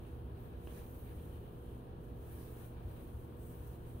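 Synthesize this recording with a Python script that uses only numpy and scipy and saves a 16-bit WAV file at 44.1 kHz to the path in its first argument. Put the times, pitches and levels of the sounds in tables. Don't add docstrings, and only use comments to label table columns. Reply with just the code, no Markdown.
import sys
import numpy as np
from scipy import signal
from scipy.fft import rfft, irfft
from scipy.io import wavfile

SR = 44100
rng = np.random.default_rng(int(sys.argv[2]) if len(sys.argv) > 2 else 0)


def persist_wave(psi):
    counts = np.round(np.clip(psi, -1, 1) * 32767).astype(np.int16)
    wavfile.write(sys.argv[1], SR, np.atleast_2d(counts).T)


N = 176400

# t/s, relative level/dB, pan/dB (pan is left minus right)
SLIDE_FADER = [(0, -74, 0), (.11, -73, -4), (.19, -77, -1), (.33, -77.5, 0), (.41, -72.5, -2),
               (.47, -74.5, -3), (.555, -77, 0), (.64, -69.5, -2), (.78, -62.5, -2), (.85, -67, -0.5),
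               (1.05, -67.5, -1), (1.25, -68.5, -3), (1.52, -74, -1), (1.65, -73.5, -2), (1.8, -75.5, -5.5),
               (1.95, -80.5, -1), (2.05, -73.5, -5), (2.14, -75.5, 2), (2.24, -68, -1), (2.33, -65, 2),
               (2.42, -64.5, -1.5), (2.5, -66, -0.5), (2.64, -63.5, 0.5), (2.72, -71.5, 1),
               (2.79, -75.5, 1), (2.9, -69, 0), (3.04, -68, 1), (3.13, -71, 0), (3.22, -69.5, -0.5),
               (3.32, -74.5, 0), (3.44, -65.5, 2), (3.54, -66, 2), (3.61, -68, 1), (3.7, -64, 0.5),
               (3.81, -73.5, 2), (3.88, -67.5, 0), (4, -71, 0)]
# t/s, relative level/dB
CRUMPLE_FADER = [(0, -77.5), (.1, -77), (.22, -82), (.35, -77.5), (.5, -73.5), (.63, -78.5), (.69, -74.5),
                 (.8, -71), (.89, -75.5), (1.09, -73.5), (1.16, -76), (1.4, -76.5), (1.6, -80.5),
                 (1.9, -80.5), (2.19, -80.5), (2.33, -73.5), (2.5, -74.5), (2.62, -73.5), (2.79, -78),
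                 (2.96, -73), (3.15, -80.5), (3.3, -80), (3.45, -77.5), (3.7, -76.5), (3.8, -79),
                 (3.88, -77.5), (4, -79)]
# f/Hz, relative level/dB
WEAVE_EQ = [(1500, -9.5), (3500, -13), (5000, -14), (6400, -8), (7400, -13.5), (8500, -1.5), (10500, -3),
            (12000, -1), (14000, 1), (15500, 3)]
FOLD_EQ = [(150, 1), (400, 4.5), (900, 10.5), (1400, 1.5), (1750, 7), (2100, 0.5), (2500, 4), (3100, -2),
           (4100, -1.5), (5200, -17.5), (8000, -31), (15000, -46)]
# f/Hz, pan/dB
WEAVE_PAN = [(3000, -5.5), (6000, -3), (7300, -7.5), (8000, 5), (9000, -7.5), (11500, -4.5), (13500, 0.5),
             (15500, 4.5)]
FOLD_PAN = [(700, 4.5), (1500, 12.5), (2300, -6), (3100, 7), (4000, 1), (6000, 15)]
# t/s, thump level/dB, crack level/dB, crack f/Hz
FLAP_CUES = [(0.673, -37.5, -50.5, 2780), (0.7239, -41, -72, 1200), (0.777, -46, -60, 1710),
             (1.094, -44.5, -65, 2300), (2.273, -43, -56, 1100), (2.326, -58, -59, 1400),
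             (3.3245, -45.5, -54.5, 1000)]
# peak t/s, half length/s, centre f/Hz, width/centre, level/dB, pan/dB
BRUSH_CUES = [(0.05, 0.058, 2830, 0.14, -76, 0), (0.093, 0.043, 10500, .25, -83, -6),
              (0.443, 0.072, 14600, .18, -72, 1), (0.708, 0.02, 3150, .07, -68.5, -1),
              (0.785, 0.06, 4970, 0.28, -80, -2), (.96, 0.15, 15100, 0.18, -67, -4),
              (1.082, 0.039, 2400, 0.18, -76.5, -9), (1.223, 0.05, 3000, .2, -78.5, 0),
              (1.34, 0.039, 2950, .11, -74, 2), (1.47, 0.057, 3030, 0.09, -77.5, 2),
              (1.686, 0.077, 3050, 0.093, -79.5, 5), (1.7, 0.09, 9600, 0.13, -88, -4),
              (2.276, 0.044, 1210, .2, -73, 1), (2.328, .028, 13000, 0.16, -66, -1),
              (2.42, 0.079, 4670, .28, -77, 0), (2.976, 0.058, 2800, .17, -84, 2),
              (3.48, 0.066, 8760, .14, -78, 0)]
# peak t/s, half length/s, level/dB
BILLOW_CUES = [(0.043, 0.023, -46), (0.14, 0.025, -51), (0.323, 0.069, -47.5), (0.57, 0.12, -47.5),
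               (0.765, 0.042, -45.5), (1.19, 0.13, -46.5), (1.392, 0.084, -50), (2.367, 0.03, -47),
               (2.883, 0.044, -43.5), (3.173, 0.048, -48.5), (3.59, 0.053, -47.5), (3.963, 0.018, -40.5)]
# f/Hz, relative level/dB
BILLOW_EQ = [(20, -40), (45, -18.5), (60, 1.5), (80, 1.5), (110, -8.5), (200, -25), (600, -47.5),
             (2000, -74)]
VENT_EQ = [(15, -23), (23, -9), (29, -2), (37, -14), (56, 3.5), (76, -4.5), (90, -8), (112, -4),
           (138, -10.5), (165, -5.5), (197, -14), (245, -8.5), (280, -15.5), (310, -10.5), (365, -15),
           (405, -11), (470, -18.5), (550, -19.5), (780, -23), (900, -27), (1050, -25.5), (1350, -32),
           (1650, -36), (2100, -45), (2700, -42), (3100, -39), (3600, -46), (4100, -50), (5000, -54.5),
           (7500, -69.5), (9000, -57.5), (15500, -60)]
# f/Hz, left-right correlation (1 is mono)
VENT_CORRELATION = [(60, 0.93), (140, 0.93), (210, 1), (330, 0.88), (500, 1), (770, -0.36), (1170, -0.29),
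                    (1800, 0.16), (2700, 0.35), (5000, -0.19)]
# f/Hz, pan/dB
VENT_PAN = [(60, -1), (330, -0.5), (410, -2), (480, -3.5), (570, -6.5), (680, 6), (790, -10), (900, 5),
            (1100, 3.5), (1500, 6.5), (2100, -1), (3000, 0.5), (4100, 11), (6000, -5)]
# f/Hz, level/dB, pan/dB, phase lead of the left/rad
FAN_TONES = [(75.22, -57.5, 0.5, 0.5), (119, -55.5, -0.5, 0), (243, -67.5, -1.5, -1),
             (344.5, -66, -3.5, -1), (398.6, -71.5, 3, -0.5), (479.9, -63.5, -0.5, 1.16),
             (720.6, -78.5, -5.5, 1.3), (943, -73.5, -1, 2.5)]

FIBRES_PER_S, FIBRE_SPREAD_DB, WEAVE_FLUTTER_DB, WEAVE_TRIM_DB = 16000, 2.5, 0.63, 4
SHIFT_DB, SHIFT_S, SHIFT_HZ = 1.0, 0.083, 1090
CREASES_PER_S, CREASE_SPREAD_DB, FOLD_FLUTTER_DB, FOLD_TRIM_DB = 3500, 2.6, 1.6, 6.5
THUMP_S, CRACK_S = 0.00049, 0.00055
RASP_DECAY_S, RASP_DB, RASP_CUTOFF_RATIO = 0.007, -10, 1.1
RING_HZ, RING_WIDTH, RING_T60_S, RING_TRIM_DB = 3120, 0.057, 0.4, -26
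BRUSH_GRAINS_PER_S, BRUSH_SPREAD_DB = 4000, 3.5
VENT_DB = -50
WAVER_RAD, WAVER_DB, WAVER_PER_S = 0.42, 1, 4.4
ROOM_T60_S, ROOM_SEND_DB = 0.19, -4.5
HIGH_CUT_HZ = 15750


def sliding():
    level_db, pan_db = curves(SLIDE_FADER)
    fibres = slips(FIBRES_PER_S, FIBRE_SPREAD_DB)
    hiss = eq(shifting(fibres), WEAVE_EQ, WEAVE_PAN)
    flutter_db = WEAVE_FLUTTER_DB * drift(per_s=39)
    return hiss * pan(pan_db) * amp(WEAVE_TRIM_DB + level_db + flutter_db)


def shifting(x):
    hz, t, spectra = signal.stft(x, SR, nperseg=512)
    time_blur = np.exp(-((t[:, None] - t) / SHIFT_S) ** 2)
    pitch_blur = np.exp(-((hz[:, None] - hz) / SHIFT_HZ) ** 2)
    patches = unit(pitch_blur @ rng.standard_normal(spectra.shape) @ time_blur)
    return signal.istft(spectra * amp(SHIFT_DB * patches), SR, nperseg=512)[1][:, :N]


def crumpling():
    level_db, = curves(CRUMPLE_FADER)
    creases = slips(CREASES_PER_S, CREASE_SPREAD_DB)
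    clumps = amp(FOLD_FLUTTER_DB * drift(per_s=16))
    return eq(room(creases * clumps), FOLD_EQ, FOLD_PAN) * amp(FOLD_TRIM_DB + level_db)


def flaps():
    t, out = np.arange(8192) / SR, np.zeros(N)
    hz = np.fft.rfftfreq(len(t), 1 / SR)
    thump = 2 * np.sin(t / THUMP_S) * np.exp(-t / THUMP_S / 2)
    crack_envelope = (t / CRACK_S * np.exp(1 - t / CRACK_S)) ** 2
    for s, thump_db, crack_db, crack_hz in FLAP_CUES:
        crack = np.sin(2 * np.pi * crack_hz * t) * crack_envelope
        phases = np.exp(2j * np.pi * rng.random(len(hz)))
        ring = unit(irfft(bell(hz, RING_HZ, RING_WIDTH) * phases)) * amp(-60 * t / RING_T60_S)
        ring *= amp(RING_TRIM_DB) * (crack_hz / RING_HZ) ** 2
        lowpass = 1 / (1 + (hz / (RASP_CUTOFF_RATIO * crack_hz)) ** 4)
        rasp = unit(irfft(rfft(rng.standard_normal(len(t))) * lowpass))
        rasp *= amp(RASP_DB) * np.exp(-t / RASP_DECAY_S)
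        add(out, s, amp(thump_db) * thump + amp(crack_db) * (crack + rasp + ring))
    return room(out)


def brushing():
    hz, out = np.fft.rfftfreq(N, 1 / SR), np.zeros((2, N))
    for s, half_s, centre_hz, width, db, pan_db in BRUSH_CUES:
        grains = slips(BRUSH_GRAINS_PER_S, BRUSH_SPREAD_DB)
        swish = unit(irfft(rfft(grains) * bell(hz, centre_hz, width), N))
        out += amp(db) * pan(pan_db)[:, None] * swell(s, half_s) * swish
    return out


def billowing():
    envelope = sum(amp(db) * swell(s, half_s) for s, half_s, db in BILLOW_CUES)
    return envelope * eq(rng.standard_normal(N), BILLOW_EQ)


def ventilation():
    hz = np.fft.rfftfreq(N, 1 / SR)
    left, independent = np.exp(2j * np.pi * rng.random((2, len(hz))))
    correlation = np.clip(read(VENT_CORRELATION, hz), -1, 1)
    right = correlation * left + np.sqrt(1 - correlation ** 2) * independent
    spectrum = np.array([left, right]) * pan(read(VENT_PAN, hz)) * amp(read(VENT_EQ, hz))
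    return amp(VENT_DB) * unit(irfft(spectrum, N))


def fan():
    t, out = np.arange(N) / SR, np.zeros((2, N))
    for hz, db, pan_db, lead in FAN_TONES:
        phase = 2 * np.pi * (hz * t + rng.random()) + WAVER_RAD * drift(WAVER_PER_S)
        tone = np.sin([phase + lead, phase]) * amp(WAVER_DB * drift(WAVER_PER_S))
        out += amp(db) * pan(pan_db)[:, None] * unit(tone)
    return out


def room(x):
    t = np.arange(SR // 2) / SR
    taps = rng.standard_normal((2, len(t))) * (rng.random((2, len(t))) < .1)
    tail = taps * (t > .003) * amp(-60 * t / ROOM_T60_S)
    tail /= np.linalg.norm(tail, axis=1, keepdims=True)
    return x + amp(ROOM_SEND_DB) * signal.fftconvolve(np.atleast_2d(x), tail, axes=1)[:, :N]


def slips(per_s, spread_db):
    out = np.zeros((2, N))
    for side in out:
        size = amp(spread_db * np.minimum(rng.exponential(1, N), 4))
        side += size * rng.choice([-1., 1.], N) * (rng.random(N) < per_s / SR)
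    return out


def drift(per_s):
    hz = np.fft.rfftfreq(N, 1 / SR)
    return unit(irfft(rfft(rng.standard_normal(N)) * (hz > 0) / (1 + (hz / per_s) ** 4), N))


def swell(peak_s, half_s):
    return np.exp(-((np.arange(N) / SR - peak_s) / half_s) ** 2)


def bell(hz, centre_hz, width):
    return np.exp(-.5 * (np.log((hz + 1) / centre_hz) / width) ** 2)


def eq(x, levels, pans=((0, 0), (1, 0))):
    hz = np.fft.rfftfreq(N, 1 / SR)
    return unit(irfft(rfft(x) * amp(read(levels, hz)) * pan(read(pans, hz)), N))


def read(points, hz):
    f, value = np.transpose(points)
    return np.interp(np.log(hz + 1), np.log(f + 1), value)


def curves(rows):
    s, *lanes = np.transpose(rows)
    return [np.interp(np.arange(N) / SR, s, lane) for lane in lanes]


def add(mix, s, sound):
    part = mix[max(round(s * SR), 0):][:len(sound)]
    part += sound[:len(part)]


def pan(db):
    return amp(np.array([db, -db]) / 2)


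def amp(db):
    return 10 ** (np.asarray(db) / 20)


def unit(x):
    return x / np.sqrt(np.mean(x ** 2) + 1e-20)


def scene():
    return ventilation() + fan() + sliding() + crumpling() + brushing() + billowing() + flaps()


def record(dry):
    high_cut = signal.firwin(1023, HIGH_CUT_HZ, window=("kaiser", 9), fs=SR)
    return signal.oaconvolve(dry, high_cut[None], "same")


dry = scene()
out = record(dry)
persist_wave(out)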